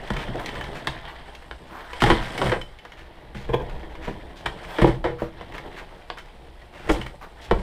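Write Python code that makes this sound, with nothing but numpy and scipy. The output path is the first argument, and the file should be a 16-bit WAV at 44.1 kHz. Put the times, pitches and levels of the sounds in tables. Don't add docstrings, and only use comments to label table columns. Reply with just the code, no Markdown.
import sys
import numpy as np
from scipy import signal
from scipy.fft import rfft, irfft, next_fast_len
from scipy.io import wavfile
from scipy.ndimage import uniform_filter1d, map_coordinates

SR = 44100
rng = np.random.default_rng(int(sys.argv[2]) if len(sys.argv) > 2 else 0)


def digitize_waveform(pressure):
    field = np.atleast_2d(pressure).T
    bounded = np.clip(field, -1, 1)
    quanta = np.round(bounded * 32767).astype(np.int16)
    wavfile.write(sys.argv[1], SR, quanta)


N = 336042

# (frequency [Hz], spectral density [dB per Hz])
QUIET_SPECTRUM = [(20, -5), (44, -7.5), (60, 6), (85, -23.5), (200, -22.5), (450, -19), (800, -13.5),
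                  (1300, -23), (2000, -24), (4000, -26.5), (6500, -44), (10000, -40), (15000, -48)]
# (frequency [Hz], decay time t60 [s])
ROOM_DECAY = [(100, 0.42), (300, 0.28), (800, 0.26), (2000, 0.19), (5000, 0.26), (14000, 0.25)]
# (time [s], level [dB])
SWAY_LEVELS = [(0.0, -38), (0.27, -35), (0.45, -38), (1.89, -48), (2.12, -20.5), (2.33, -42), (2.46, -27.5),
               (2.8, -44.5), (3.4, -43.5), (3.5, -30.5), (4.75, -44.5), (4.86, -31), (4.99, -33.5),
               (5.47, -43.5), (6.81, -45.5), (6.92, -21.5), (7.15, -45), (7.47, -49), (7.53, -18),
               (7.62, -33)]
# (frequency [Hz], spectral density [dB per Hz])
AIR_SPECTRUM = [(12, -5), (22, -4.5), (34, 1.5), (48, -13), (62, -1), (90, -24.5), (160, -40), (400, -84)]
# (frequency [Hz], relative level [dB], decay time t60 [s])
HULL_MODES = [(129.2, -10, 0.41), (186, -32, 0.21), (216, -22, 0.2), (328.1, -2.5, 0.21), (400, 3, 0.041),
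              (475.3, 3.5, 0.093), (592, -10, 0.41), (716, -8.5, 0.053), (835, -14, 0.51), (979, 3, 0.044),
              (1450, -24.5, 0.35), (1650, -12, 0.06), (1774, -2, 0.05), (1913, 5, 0.021), (2150, 9, 0.022),
              (2200, -4, 0.067), (3050, 9, 0.049), (3290, -13, 0.12)]
# (time [s], length [s], mean slip rate [1/s], level [dB], rasp against tone [dB])
GROANS = [(3.488, 0.024, 480, -27.5, -10), (3.527, 0.03, 452, -20, -4.5), (3.586, 0.04, 450, -32.5, -6),
          (6.886, 0.045, 332, -21.5, -23)]
# (frequency [Hz], gain [dB])
RASP_RESPONSE = [(700, -22), (860, 8), (1030, 7), (1150, -12), (1450, -19), (1600, -2), (1740, -4),
                 (1900, -20), (2200, -20), (2400, -4), (2700, -25), (3100, -12), (3300, -6), (3700, -29),
                 (9000, -42)]
# (time [s], peak level [dB], centre frequency [Hz])
SNAPS = [(0.136, -27.5, 2980), (0.166, -20.5, 2060), (0.46, -19, 2600), (0.482, -27, 1960),
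         (0.491, -18.5, 2120), (0.553, -22.5, 1650), (0.611, -19, 1580), (0.641, -23, 1920),
         (1.203, -38, 1470), (1.351, -27.5, 3060), (1.423, -33.5, 1500), (1.807, -27.5, 1620),
         (1.932, -19.5, 1960), (2.378, -16.5, 2200), (2.496, -17, 1774), (2.614, -23.5, 2420),
         (2.788, -33.5, 2370), (2.851, -28, 1440), (2.92, -30.5, 2000), (3.953, -29.5, 1840),
         (5.523, -28.5, 1600), (5.581, -22.5, 1620), (6.185, -31, 3100), (6.617, -38, 1860),
         (7.014, -20.5, 1840), (7.064, -27.5, 2140)]
# (time [s], length [s], level [dB], centre frequency [Hz])
SCRAPES = [(0.182, 0.084, -36.5, 1930), (0.391, 0.064, -35, 890), (0.746, 0.078, -37.5, 1770),
           (1.07, 0.11, -45, 1020), (1.692, 0.25, -40, 1080), (2.002, 0.062, -26, 2230),
           (2.212, 0.12, -36.5, 1790), (2.97, 0.075, -46.5, 1930), (3.343, 0.14, -44.5, 2310),
           (4.018, 0.14, -40, 1860), (4.356, 0.076, -48.5, 3000), (4.672, 0.19, -37.5, 820),
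           (5.183, 0.12, -38.5, 1260), (5.537, 0.046, -37, 1650), (5.761, 0.063, -38, 1750),
           (5.907, 0.033, -48, 1170), (6.172, 0.045, -38, 1560), (6.72, 0.29, -46, 1810),
           (6.888, 0.073, -40, 6000), (6.999, 0.069, -46, 2260), (7.062, 0.011, -32.5, 1160),
           (7.21, 0.061, -38, 1170), (7.41, 0.079, -45, 3100)]
# (time [s], heavy drag level [dB], rub level [dB], surface grit level [dB])
SLIDE_LEVELS = [(0.0, -42, -40, -53), (0.34, -40.5, -37.5, -51), (0.78, -38.5, -41.5, -49.5),
                (0.98, -45.5, -41, -59), (1.51, -52.5, -52.5, -54), (1.78, -48, -47, -61),
                (2.08, -54, -36, -37), (2.19, -42, -30, -46), (2.33, -41.5, -39.5, -42.5),
                (2.46, -29, -28.5, -32.5), (2.61, -62, -55.5, -50), (2.97, -52, -51.5, -86),
                (3.33, -52, -51, -64), (3.54, -42, -46.5, -61.5), (4.35, -46.5, -50, -60),
                (4.61, -45, -43, -52.5), (4.86, -49, -32.5, -41.5), (5.01, -46.5, -56, -66),
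                (5.32, -51.5, -51, -66), (5.71, -42.5, -43.5, -57), (5.86, -51, -51, -60),
                (6.73, -53, -57.5, -62.5), (6.94, -36.5, -35, -44), (7.19, -53.5, -61, -60),
                (7.45, -49, -48.5, -60), (7.62, -40, -45.5, -47)]
# (frequency [Hz], spectral density [dB per Hz])
DRAG_SPECTRUM = [(60, -11), (100, -0.5), (130, -0.5), (160, 1.5), (200, -4), (260, -4.5), (335, -2.5),
                 (470, -5), (590, -3.5), (720, -5), (950, -8), (1800, -48.5)]
# (frequency [Hz], spectral density [dB per Hz])
RUB_SPECTRUM = [(350, -28), (650, 3.5), (950, 3.5), (1300, -3.5), (1900, 1.5), (2600, -10), (3200, -2),
                (4200, -14), (5500, -23), (9000, -43)]
# (frequency [Hz], spectral density [dB per Hz])
GRIT_SPECTRUM = [(1800, -25), (3000, 3), (4300, 11), (5300, 13.5), (6500, 3), (8500, 13), (10500, 1),
                 (12500, -4), (15500, -18)]
# (time [s], strength [dB], contact rise [s], chatter decay time t60 [s],
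# pitch of the struck panel [Hz], hardness [dB], weight [dB])
KNOCKS = [(0.103, -30.5, 0.0012, 0.029, 615, 3, 8.5), (0.16, -41.5, 0.0087, .16, 193, 1, 9),
          (0.275, -40.5, 0.0038, 0.1, 187, -6, 11.5), (0.345, -32, 0.0083, .14, 312, -19, -5),
          (0.8716, -36, 0.0003, 0.037, 590, 13, 5.5), (1.5117, -42.5, 0.00035, 0.029, 454, 7.5, -8),
          (2.02, -23.5, 0.0012, 0.049, 640, 6, 7), (2.038, -20.5, 0.00043, 0.033, 837, 3, 4.5),
          (2.059, -27.5, 0.0054, 0.3, 460, 5, 7.5), (2.101, -17, 0.00031, 0.12, 447, 2.5, -1),
          (2.416, -24.5, 0.00042, 0.067, 556, 2.5, 0.5), (2.456, -36, 0.0054, 0.21, 484, 5, 12.5),
          (2.5175, -21.5, 0.0014, 0.14, 505, -0.5, -14), (3.347, -43.5, 0.0025, .094, 202, 2, 11.5),
          (3.4896, -34.5, 0.0013, .08, 476, -6, 8), (3.535, -24, 0.0049, 0.048, 486, -8.5, 2),
          (3.8293, -41, 0.0025, .045, 201, -5.5, -8), (4.073, -33, 0.0068, 0.11, 470, -5.5, 5.5),
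          (4.458, -34, 0.0051, 0.051, 2320, 10.5, 2.5), (4.785, -23, 0.00073, 0.13, 457, -2, -8),
          (4.815, -22.5, .006, 0.078, 354, 0, 8.5), (4.843, -12, 0.0056, 0.021, 477, -13.5, -6),
          (4.877, -30.5, 0.0038, 0.13, 479, -1, 8.5), (5.0411, -23, 0.0015, 0.22, 483, -3, -3.5),
          (5.2194, -24.5, 0.00153, 0.039, 326, -14, -2.5), (5.4105, -40.5, 0.00039, 0.069, 760, 1.5, -1),
          (6.1011, -39, 0.00024, 0.032, 325, 9, -15), (6.892, -24, .012, 0.045, 476, 1.5, 2.5),
          (6.985, -46.5, 0.004, .08, 335, -21, 15.5), (7.5113, -16, 0.00019, 0.05, 1300, -4.5, -2.5),
          (7.585, -44, 0.0059, 0.12, 189, 2, 8)]
# (frequency [Hz], gain [dB])
CONTACT_RESPONSE = [(150, 17.5), (260, -6.5), (335, 0), (470, -3), (590, -3.5), (960, 3), (1200, -1.5),
                    (1900, -1.5), (2650, -10), (3250, -4), (4300, -14.5), (6500, -25), (8500, -21),
                    (15000, -39)]
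# (frequency [Hz], gain [dB])
BOX_RESPONSE = [(60, -11), (95, -9.5), (130, -1), (155, -8.5), (195, -8), (260, -13.5), (400, -23.5)]
# (low edge [Hz], high edge [Hz])
REGISTERS = [(20, 90), (100, 250), (290, 680), (720, 2300), (2500, 5500), (6200, 15000)]
# (level [dB], gain per hardness [dB/dB], gain per weight [dB/dB])
REGISTER_SHARES = [(-9.5, 0, 1.36), (-6, 0, 1.22), (1.5, 0, 0), (-1, 0.94, 0), (-11, 1.41, 0),
                   (-29.5, 1.39, 0.5)]

TOP_HZ = 15600
DRAG_DB, RUB_DB, GRIT_DB = 0.65, -2.84, -12
SWAY_DB, SWAY_SURGE_DB = -2.5, 1.5
CRACKLES_PER_S, CRACKLE_DB, CRACKLE_HZ = 110, -9, 1850


def amp(db):
    return 10 ** (np.asarray(db) / 20)


def unit(x):
    return x / np.sqrt(np.mean(x ** 2) + 1e-20)


def along(points, hz):
    f, v = np.transpose(points)
    return np.interp(np.log(hz + 1), np.log(f + 1), v)


def curves(rows):
    s, *cols = np.transpose(rows)
    return [np.interp(np.arange(N) / SR, s, c) for c in cols]


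def wobble(rate):
    knots = rng.standard_normal(int(N * rate / SR) + 4)
    return map_coordinates(knots, [np.arange(N) * rate / SR])


def colour(x, points):
    m = 2 * next_fast_len(len(x) // 2 + 4096)
    gain = amp(along(points, np.fft.rfftfreq(m, 1 / SR)))
    cepstrum = irfft(np.log(gain), m)
    cepstrum[1:m // 2] *= 2
    cepstrum[m // 2 + 1:] = 0
    return irfft(rfft(x, m) * np.exp(rfft(cepstrum)), m)[:len(x)]


def band(x, lo_hz, hi_hz, order=2):
    edges = [lo_hz, min(hi_hz, SR / 2 - 100)]
    return signal.sosfilt(signal.butter(order, edges, "band", fs=SR, output="sos"), x)


def fade(t, t60):
    return np.exp(-np.log(1000) * t / t60)


def add(track, s, sound):
    part = track[max(round(s * SR), 0):][:len(sound)]
    part += sound[:len(part)]


def hush():
    return amp(-53.5) * unit(colour(rng.standard_normal(N), QUIET_SPECTRUM))


def room(x, delay=.006, count=20):
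    out, edges = np.zeros(N), np.linspace(0, N, count + 1).astype(int)
    for start, end in zip(edges, edges[1:]):
        hz, t, z = signal.stft(rng.standard_normal(SR // 2), SR, nperseg=256)
        decay = fade(t, along(ROOM_DECAY, hz)[:, None])
        tail = signal.istft(z * decay, SR, nperseg=256)[1]
        width = end - start
        first, last = max(start - width // 2, 0), min(end + width // 2, N)
        offset = np.arange(first, last) - (start + end) / 2
        share = np.cos(np.pi / 2 * offset / width)
        echo = signal.fftconvolve(x[first:last] * share, tail / np.linalg.norm(tail))
        add(out, first / SR + delay, echo)
    return out


def sway():
    level_db, = curves(SWAY_LEVELS)
    gain = amp(level_db + SWAY_DB + SWAY_SURGE_DB * wobble(7.8))
    return gain * unit(colour(rng.standard_normal(N), AIR_SPECTRUM))


def hull_ring(x, ring_db, scatter_db):
    modes = np.zeros(len(x))
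    scatter = rng.standard_normal((len(HULL_MODES), 2))
    for (hz, db, t60), (louder, sharper) in zip(HULL_MODES, scatter):
        radius = fade(1 / SR, t60)
        turn = np.cos(2 * np.pi * hz * (1 + 0.0051 * sharper) / SR)
        ring = signal.lfilter([1, -radius * turn], [1, -2 * radius * turn, radius ** 2], x)
        modes += amp(db + scatter_db * louder) * ring
    return x + amp(ring_db) * modes


def foam_colour(x, hz):
    hump = [(hz / 8, -16), (hz / 2, -4), (hz, 0), (hz * 1.43, -5), (hz * 2.87, -19), (hz * 7, -34)]
    return colour(x, hump)


def slips(rate, size_db, clump_db, smooth):
    happens = rng.random(N) < rate / SR
    sizes = amp(size_db * np.minimum(rng.exponential(size=N), 4)) * rng.choice([-1, 1], N)
    friction = unit(happens * sizes) + smooth * rng.standard_normal(N)
    return friction * amp(clump_db * wobble(55))


def groans(jitter=0.071, octave_db=-15, uneven_db=-2.5):
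    out = np.zeros(N)
    waver, pressure = wobble(250), amp(uneven_db * wobble(210))
    for s, length, hz, db, rasp_db in GROANS:
        start, n = int(s * SR), int(length * SR)
        phase = 2 * np.pi * np.cumsum(hz * (1 + jitter * waver[start:start + n])) / SR
        tone = unit(np.sin(phase) + amp(octave_db) * np.sin(2 * phase))
        pulsed = rng.standard_normal(n) * (1 + np.cos(phase)) ** 2
        rasp = unit(colour(pulsed, RASP_RESPONSE))
        groan = (tone + amp(rasp_db) * rasp) * pressure[start:start + n] * np.hanning(n)
        add(out, s, amp(db) * unit(groan))
    return out


def crackle(size_db=2.0, t60=0.023):
    rub_db = curves(SLIDE_LEVELS)[1]
    happens = rng.random(N) < CRACKLES_PER_S / SR
    catches = happens * amp(size_db * np.minimum(rng.exponential(size=N), 3))
    envelope = signal.lfilter([1], [1, -fade(1 / SR, t60)], catches)
    ticks = envelope * rng.standard_normal(N)
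    return amp(rub_db + CRACKLE_DB) * unit(foam_colour(ticks, CRACKLE_HZ))


def snaps(t60=0.045, level_db=-1.5, impact=4.3):
    out, t = np.zeros(N), np.arange(SR // 8) / SR
    for s, db, hz in SNAPS:
        burst = rng.standard_normal(len(t)) * fade(t, t60)
        burst[0] += impact
        crack = foam_colour(hull_ring(burst, ring_db=-44, scatter_db=-5), hz)
        add(out, s, amp(db + level_db) * crack / np.abs(crack).max())
    return out


def scrapes(level_db=-4.5):
    out = np.zeros(N)
    friction = slips(rate=700, size_db=1.0, clump_db=1.0, smooth=0.8)
    for s, length, db, hz in SCRAPES:
        run = friction[int(s * SR):][:int(length * SR)]
        u = np.linspace(0, 1, len(run))
        stroke = run * np.sin(np.pi * u ** 0.53)
        add(out, s, amp(db + level_db) * unit(foam_colour(stroke, hz)))
    return out


def beads(rate=1900, cycles=4.3, size_db=2.5, patchy_db=1.5):
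    when, pitch, size = rng.random((int(rate * N / SR), 3)).T
    hz = 500 * 11 ** pitch[:, None]
    k = np.arange(200)
    grip = map_coordinates(rng.standard_normal((200, 7)), [when * 199, pitch * 6])
    size_curve_db = size_db * np.minimum(-np.log(1 - size), 4)
    strength = amp(size_curve_db + patchy_db * grip)[:, None]
    ring = np.sin(2 * np.pi * hz * k / SR) * np.exp(-hz * k / SR / cycles)
    waves = strength * hz * ring
    places = (when * N).astype(int)[:, None] + k
    return unit(np.bincount(places.ravel(), waves.ravel(), N)[:N])


def sliding():
    drag_db, rub_db, grit_db = curves(SLIDE_LEVELS)
    coarse = slips(rate=350, size_db=1.5, clump_db=3.0, smooth=0.78)
    grip_db = 2 * wobble(45)
    drag = unit(colour(hull_ring(coarse, ring_db=-56.5, scatter_db=2.5), DRAG_SPECTRUM))
    rubbing = (beads() + rng.standard_normal(N)) * amp(grip_db)
    rub = unit(colour(rubbing, RUB_SPECTRUM))
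    hiss = rng.standard_normal(N) * amp(.5 * grip_db + 2.8 * wobble(400))
    grit = unit(colour(hiss, GRIT_SPECTRUM))
    return amp(drag_db + DRAG_DB) * drag + amp(rub_db + RUB_DB) * rub + amp(grit_db + GRIT_DB) * grit


def knocks(impact=12.0, push_hz=39.3, push_t60=0.18, boom_hold=1.63, panel_db=4.5, panel_width=0.034):
    out, t = np.zeros(N), np.arange(SR // 2) / SR
    head = int(.03 * SR)
    for s, db, rise, t60, panel_hz, hardness_db, weight_db in KNOCKS:
        grain = rng.standard_normal((2, len(t)))
        swell = np.minimum(t / rise, 1) ** 2
        force = grain[0] * swell * fade(np.maximum(t - rise, 0), t60)
        force[int(rise * SR)] += impact / (1 + rise / 0.0011)

        def panel(x):
            low, high = panel_hz * (1 - panel_width), panel_hz * (1 + panel_width)
            return amp(panel_db) * band(x, low, high, order=1)

        struck = colour(hull_ring(force, ring_db=-54, scatter_db=0.5) + panel(force), CONTACT_RESPONSE)
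        swing_hz = push_hz * np.exp(0.2 * rng.standard_normal())
        push = np.sin(2 * np.pi * swing_hz * t) * fade(t, push_t60)
        shudder = grain[1] * swell * fade(t, boom_hold * t60)
        boom = colour(hull_ring(shudder, ring_db=-56.0, scatter_db=4.5) + panel(shudder), BOX_RESPONSE)
        sources = [push, boom] + [struck] * 4
        for source, edges, shares in zip(sources, REGISTERS, REGISTER_SHARES):
            share_db, by_hardness, by_weight = shares
            part = band(source, *edges, order=3)
            loudest = uniform_filter1d(part ** 2, head).max()
            gain = amp(db + share_db + by_hardness * hardness_db + by_weight * weight_db)
            add(out, s - rise / 2, gain * part / np.sqrt(loudest))
    return out


def scene():
    handling = groans() + crackle() + snaps() + scrapes() + sliding() + knocks()
    return (hush() + amp(-6.5) * room(handling) + sway() + handling)[None]


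def record(dry):
    held = dry / (1 + np.abs(dry) ** 6) ** (1 / 6)
    m = next_fast_len(N + SR // 2)
    kept = np.fft.rfftfreq(m, 1 / SR) < TOP_HZ
    return irfft(rfft(held, m) * kept, m)[..., :N]


dry = scene()
out = record(dry)
digitize_waveform(out)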